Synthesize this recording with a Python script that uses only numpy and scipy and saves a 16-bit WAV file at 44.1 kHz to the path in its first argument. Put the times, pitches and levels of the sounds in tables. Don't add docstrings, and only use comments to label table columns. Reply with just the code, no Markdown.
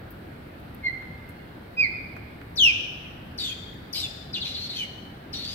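import sys
import numpy as np
from scipy import signal
from scipy.fft import rfft, irfft, next_fast_len
from scipy.io import wavfile
from scipy.ndimage import uniform_filter1d

SR = 44100
rng = np.random.default_rng(int(sys.argv[2]) if len(sys.argv) > 2 else 0)


def dump_mix(stems):
    frames = np.atleast_2d(stems).T
    limited = np.clip(frames, -1, 1)
    pcm = np.round(limited * 32767).astype(np.int16)
    wavfile.write(sys.argv[1], SR, pcm)


N = 244314
TIME = np.arange(N) / SR
PROGRESS = np.linspace(0, 1, 200)
NOTE_FLOOR_DB = -25
FFT_SIZE = 2 ** 18


def gain_of(db):
    return 10 ** (np.asarray(db) / 20)


def unit_level(x):
    return x / np.sqrt(np.mean(x ** 2) + 1e-20)


def look_up(points, hz):
    row_hz, value = np.transpose(points)
    return np.interp(np.log(hz + 1), np.log(row_hz + 1), value)


def flutter(rate_hz):
    hz = np.fft.rfftfreq(FFT_SIZE, 1 / SR)
    spectrum = rfft(rng.standard_normal(FFT_SIZE)) / (1 + (hz / rate_hz) ** 4)
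    return unit_level(irfft(spectrum)[:N])


def blur(grid, rows, columns):
    return unit_level(uniform_filter1d(uniform_filter1d(grid, rows, axis=0), columns, axis=1))


def background(level_db=-41.5, patchy_db=1.0):
    # frequency_hz, relative_level_db
    air = [(15, -23), (40, -13.5), (75, 0), (130, -3.5), (280, -6.5), (470, -14.5), (720, -15.5),
           (1050, -22.5), (1600, -20.5), (2800, -29.5), (4300, -35), (6300, -44.5), (9000, -34.5),
           (12500, -40.5), (16000, -46.5)]
    # frequency_hz, likeness (1 = the same, 0 = unrelated)
    ear_likeness = [(60, 1), (130, 1), (290, 0.84), (640, -0.073), (1410, -0.14), (3100, 0.093),
                    (6820, -0.11), (15000, 0.098)]
    frames, hz = N // 512 + 5, np.fft.rfftfreq(2048, 1 / SR)
    a, b, c, d, patches = rng.standard_normal((frames, len(hz), 5)).T
    alike = np.clip(look_up(ear_likeness, hz), -.985, .985)[:, None]
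    left = a + 1j * b
    right = alike * left + np.sqrt(1 - alike ** 2) * (c + 1j * d)
    colour = gain_of(look_up(air, hz)[:, None] + patchy_db * blur(patches, 14, 12))
    sound = signal.istft(np.array([left, right]) * colour, nperseg=2048, noverlap=1536)[1]
    return gain_of(level_db) * unit_level(sound[:, :N])


def ticks(lean_left_db=2):
    # start_s, level_db, centre_hz, width_octaves, decay_s
    taps = [(.106, -46.5, 12600, 0.44, 0.014), (.597, -58, 11000, 0.64, .012),
            (.746, -44, 11000, 0.25, 0.0057), (1.024, -44, 1400, .6, 0.01), (1.29, -47, 9700, 0.31, 0.013),
            (2.165, -36, 1410, 0.34, 0.0048), (2.165, -54, 9050, 0.88, 0.01),
            (2.415, -39.5, 1180, 0.88, 0.0035), (3.74, -53, 7850, 0.97, 0.0046)]
    out, t, hz = np.zeros((2, N)), TIME[:4096], np.fft.rfftfreq(4096, 1 / SR)
    for start_s, level_db, centre_hz, width_octaves, decay_s in taps:
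        band = np.exp(-.5 * (np.log2((hz + 1) / centre_hz) / width_octaves) ** 2)
        noise = unit_level(irfft(rfft(rng.standard_normal((2, len(t)))) * band))
        ear_gains = gain_of([[level_db + lean_left_db], [level_db - lean_left_db]])
        first = round(start_s * SR)
        out[:, first:first + len(t)] += ear_gains * noise * np.exp(-t / decay_s)
    return out


def note(start_s, length_s, hz, level_db, rough):
    return np.transpose(np.broadcast_arrays(start_s + length_s * PROGRESS, hz, level_db, rough))


def swell_db(pointedness=0.71, skew=1.137):
    arch = np.abs(np.sin(np.pi * PROGRESS ** skew)) ** pointedness
    return 20 * np.log10(np.maximum(arch, gain_of(NOTE_FLOOR_DB)))


def whistle(start_s, length_s, leap_hz, held_hz, hold_s, sag_hz_per_s, level_db, rough, pointedness):
    leap_s, bend_s = .02, .005
    t = length_s * PROGRESS
    leap = leap_hz * np.exp(-(t / leap_s) ** 1.35)
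    sag = sag_hz_per_s * bend_s * np.logaddexp(0, (t - hold_s) / bend_s)
    return note(start_s, length_s, held_hz + leap - sag, level_db + swell_db(pointedness), rough)


def syrinx(notes, jitter, rasp_db, overtone_db, shimmer=1.0, stiffening=1.0, easy_db=-28, fray=0.25):
    overtone_levels = [-21, -41, -45.5]
    wobble, throb, bursts, slip = flutter(450), flutter(350), flutter(240), flutter(400)
    air = rasp() * unit_level(gain_of(3 * bursts))
    out = np.zeros(N)
    for rows in notes:
        times, *columns = np.transpose(rows)
        span = (TIME >= times[0]) & (TIME <= times[-1])
        t = TIME[span]
        hz, level_db, rough = (np.interp(t, times, column) for column in columns)
        rough = np.clip(rough, 0, 1)
        phase = 2 * np.pi * np.cumsum(hz * (1 + jitter * rough * wobble[span])) / SR
        edge = gain_of(overtone_db + stiffening * np.maximum(level_db - easy_db, 0)) * (1 - rough ** 2)
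        frayed_phase = phase + fray * np.sqrt(np.minimum(rough, .05)) * slip[span]
        overtones = sum(gain_of(db) * (k * hz < SR / 2) * np.sin(k * frayed_phase)
                        for k, db in enumerate(overtone_levels, 2))
        tone = np.sqrt(2) * (np.sin(phase) + edge * overtones) * (1 + shimmer * rough * throb[span])
        voice = np.sqrt(1 - rough ** 2) * tone + gain_of(rasp_db) * rough * air[span]
        soft_ends = np.clip(np.minimum(t - times[0], times[-1] - t) / 0.00095, 0, 1)
        out[span] += gain_of(level_db) * soft_ends * voice
    return out


def rasp(ragged_db=5):
    # frequency_hz, relative_level_db
    colour = [(1200, -50), (2000, -13.5), (2800, -5), (3700, 2.5), (4600, -5.5), (5600, -6), (6700, -8),
              (8200, -9), (10000, -14), (12300, -19.5), (16000, -43.5)]
    hz, _, spectrum = signal.stft(rng.standard_normal(N), SR, nperseg=512, noverlap=384)
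    patches = blur(rng.standard_normal(spectrum.shape), 4, 7)
    spectrum *= gain_of(look_up(colour, hz)[:, None] + ragged_db * np.minimum(patches, 2))
    return unit_level(signal.istft(spectrum, SR, nperseg=512, noverlap=384)[1][:N])


def bill(voice, treble_from_hz=6800):
    # time_s, boost_db
    beam = [(.87, -9), (1.82, 5), (2.64, 6), (3.45, 4.5), (4.0, 8.5), (4.4, -5.5), (4.7, -2), (4.8, 5),
            (5.45, 1.5)]
    hz = np.fft.rfftfreq(FFT_SIZE, 1 / SR)
    high_pass = 1 - 1 / (1 + (hz / treble_from_hz) ** 12)
    treble = irfft(rfft(voice, FFT_SIZE) * high_pass)[:N]
    boost_db = np.interp(TIME, *np.transpose(beam))
    return voice + treble * (gain_of(boost_db) - 1)


def near_walls(voice, left_lead_s=0.000097):
    # left_delay_s, right_delay_s, left_db, right_db
    echoes = [(.00304, 0.00174, -22.5, -15.5), (.00689, .00696, -31, -11.5), (.00807, 0.011, -6.5, -1),
              (0.0147, .01245, -29, -20.5), (0.0142, .02098, -8, -8)]
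    size = next_fast_len(N + SR // 10)
    hz = np.fft.rfftfreq(size, 1 / SR)
    delayed = lambda delays_s: np.exp(-2j * np.pi * np.outer(delays_s, hz))
    paths = delayed([0, left_lead_s])
    for left_s, right_s, left_db, right_db in echoes:
        paths += gain_of([[left_db], [right_db]]) * delayed([left_s, right_s])
    return irfft(rfft(voice, size) * paths, size)[:, :N]


def yard(voice, tail_db=-11, balcony_db=-9, balcony_decay_s=0.12, far_db=1.5, far_delay_s=0.207):
    # frequency_hz, fade_s
    fade_times = [(1000, 2.4), (2500, 1.15), (4000, 1.28), (7000, 0.9), (12000, 0.47)]
    bounces = rng.standard_normal((2, SR)) * (rng.random((2, SR)) < 2000 / SR)
    hz, t, spectrum = signal.stft(bounces, SR, nperseg=256)
    answer_db = far_db * np.exp(-((t - far_delay_s) / 0.015) ** 2)
    spectrum *= gain_of(answer_db - 60 * t / look_up(fade_times, hz)[:, None])
    tail = signal.istft(spectrum, SR, nperseg=256)[1][:, :SR]
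    tail *= np.clip(TIME[:SR] / 0.024 - .5, 0, 1)
    scatter = rng.standard_normal((2, SR)) * np.exp(-TIME[:SR] / balcony_decay_s) * (TIME[:SR] > .009)
    echoes = gain_of(tail_db) * unit_level(tail) + gain_of(balcony_db) * unit_level(scatter)
    return signal.fftconvolve(voice[None], echoes / np.sqrt(SR), axes=1)[:, :N]


def yelp(start_s, length_s, top_hz, bottom_hz, level_db, end_rough):
    hz = top_hz * (bottom_hz / top_hz) ** (PROGRESS ** .7)
    rough = end_rough * PROGRESS ** .35
    return note(start_s, length_s, hz, level_db + swell_db(pointedness=.95), rough)


def screech(start_s, length_s, glide, *sides, attack_s=0.0085, release_s=0.0079):
    t = length_s * PROGRESS
    ramps = np.minimum(t / attack_s, (length_s - t) / release_s)
    ramps_db = 20 * np.log10(np.clip(ramps, gain_of(NOTE_FLOOR_DB), 1))
    return [note(start_s, length_s, hz * (1 + glide * PROGRESS), db + ramps_db + rise * PROGRESS, rough)
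            for hz, db, rise, rough in sides]


def clean_overtones(waver=0.0061):
    # start_s, length_s, start_hz, end_hz, level_db
    overtone_rows = [(3.414, .045, 7370, 7320, -41), (3.47, 0.043, 6560, 6800, -40.5),
                     (4.004, 0.027, 7980, 7730, -40.5), (4.026, 0.03, 7100, 6950, -39),
                     (4.763, .05, 6460, 5950, -46.5), (5.352, 0.032, 5660, 5790, -42.5),
                     (5.478, .045, 6370, 6280, -47)]
    out, wobble = np.zeros(N), flutter(150)
    for start_s, length_s, start_hz, end_hz, level_db in overtone_rows:
        span = (TIME >= start_s) & (TIME < start_s + length_s)
        hz = np.linspace(start_hz, end_hz, span.sum()) * (1 + waver * wobble[span])
        tone = np.sqrt(2) * np.sin(2 * np.pi * np.cumsum(hz) / SR)
        out[span] += gain_of(level_db) * tone * signal.windows.tukey(len(hz), .25)
    return out


def closing(start_s, length_s, start_hz, end_hz, upper_db, lower_db):
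    side_ratio, lag_s, extra_sag = 1.24, .01, 0.1225
    upper_hz = start_hz + (end_hz - start_hz) * PROGRESS
    lower_hz = upper_hz / side_ratio * (1 - extra_sag * PROGRESS ** 2)
    return (note(start_s + lag_s, length_s, lower_hz, lower_db + swell_db(), rough=0.53),
            note(start_s, length_s, upper_hz, upper_db + swell_db(), rough=0.26))


def osprey():
    # start_s, length_s, leap_hz, held_hz, hold_s, sag_hz_per_s, level_db,
    # roughness, pointedness of the swell
    whistle_rows = [(0.828, 0.068, 5.7, 2136, 0.035, 6460, -26, 0.02, 1.46),
                    (1.767, 0.1, 15.7, 2486, 0.046, 9540, -22.5, 0.01, 0.83),
                    (2.558, 0.16, 3000, 3140, .054, 8390, -16.5, 0.05, 1.17)]
    # start_s, length_s, top_hz, bottom_hz, level_db, end_roughness
    yelp_rows = [(3.376, .018, 6810, 3850, -31, .35), (3.927, 0.015, 7200, 4040, -30.5, 0.14),
                 (4.328, 0.038, 6400, 2735, -30, 0.26), (4.402, .04, 5600, 2910, -31.5, 0.18),
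                 (4.541, .02, 5660, 3260, -31.5, 0.5), (4.687, 0.026, 5120, 3646, -36, 0.34),
                 (5.326, 0.021, 6690, 3660, -36, 0.65)]
    # pitch_hz, level_db, rise_db (negative fades), roughness
    screech_rows = [(3.392, .08, -.09, (3829.5, -38, 8, 0.4), (4652, -30.5, -21, .5)),
                    (3.941, 0.086, .04, (3968.5, -37.5, 2, 0.7), (4850, -30, -12, 0.4)),
                    (4.357, 0.043, -0.0058, (2847, -32.5, -11, 0.55), (3498, -41, -10, -1.5)),
                    (4.438, .108, -0.021, (3501.5, -46, -3, .85), (4061.5, -35, -8, 0.9)),
                    (4.557, .125, 0.072, (3550, -47, -2, 2.5), (4150, -38.5, -1.5, 0.6)),
                    (4.698, .08, .1, (3502, -48, -1, -0.3), (3981.5, -40.5, 2.5, 0.6)),
                    (5.338, 0.116, -.04, (3749, -41.5, -5, 0.6), (4450, -42.5, 2, 0.45)),
                    (5.439, 0.13, .11, (3399, -50.5, 9, 1), (4520, -37.5, -4, 0.5))]
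    # start_s, length_s, start_hz, end_hz, upper_db, lower_db
    closing_rows = [(3.46, 0.071, 3370, 3232, -33.5, -46.5), (4.015, 0.0485, 3745, 3417, -32.5, -42),
                    (4.754, .097, 3255, 2860, -33, -46.5)]
    whistles = syrinx([whistle(*row) for row in whistle_rows], jitter=.04, rasp_db=-1.5,
                      overtone_db=1.5, shimmer=1.4, stiffening=0.49, easy_db=-29, fray=0.56)
    yelps = syrinx([yelp(*row) for row in yelp_rows], jitter=.05, rasp_db=-2.5,
                   overtone_db=6.5, shimmer=1.56, fray=.7)
    pairs = [screech(*row) for row in screech_rows] + [closing(*row) for row in closing_rows]
    lower_notes, upper_notes = zip(*pairs)
    lower_side = syrinx(lower_notes, jitter=0.038, rasp_db=1, overtone_db=-6)
    upper_side = syrinx(upper_notes, jitter=.033, rasp_db=.5, overtone_db=-4, shimmer=1.1)
    voice = bill(whistles + yelps + lower_side + upper_side) + clean_overtones()
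    return near_walls(voice) + yard(voice)


def scene():
    return osprey() + background() + ticks()


def record(dry, top_hz=15900):
    # frequency_hz, left_db, right_db
    openings = [(300, -0.5, -1), (1200, 0.5, 2), (2260, 0, 3), (3200, 3, -2), (4530, 3, -0.5),
                (5500, 1, -14.5), (6360, -2.5, -22.5), (7800, -7, -22.5), (8580, -5.5, -21),
                (10120, -13, -13), (11150, -4, -5.5), (12350, 0.5, -3.5), (13400, 3, -5), (15500, 4.5, -11)]
    size = next_fast_len(N + SR // 10)
    hz = np.fft.rfftfreq(size, 1 / SR)
    colour = gain_of([look_up(np.array(openings)[:, [0, ear]], hz) for ear in (1, 2)])
    heard = irfft(rfft(dry, size) * colour, size)[:, :N]
    low_pass = signal.firwin(511, top_hz, window=("kaiser", 9), fs=SR)
    return signal.oaconvolve(heard, low_pass[None], "same", axes=1)


dry = scene()
out = record(dry)
dump_mix(out)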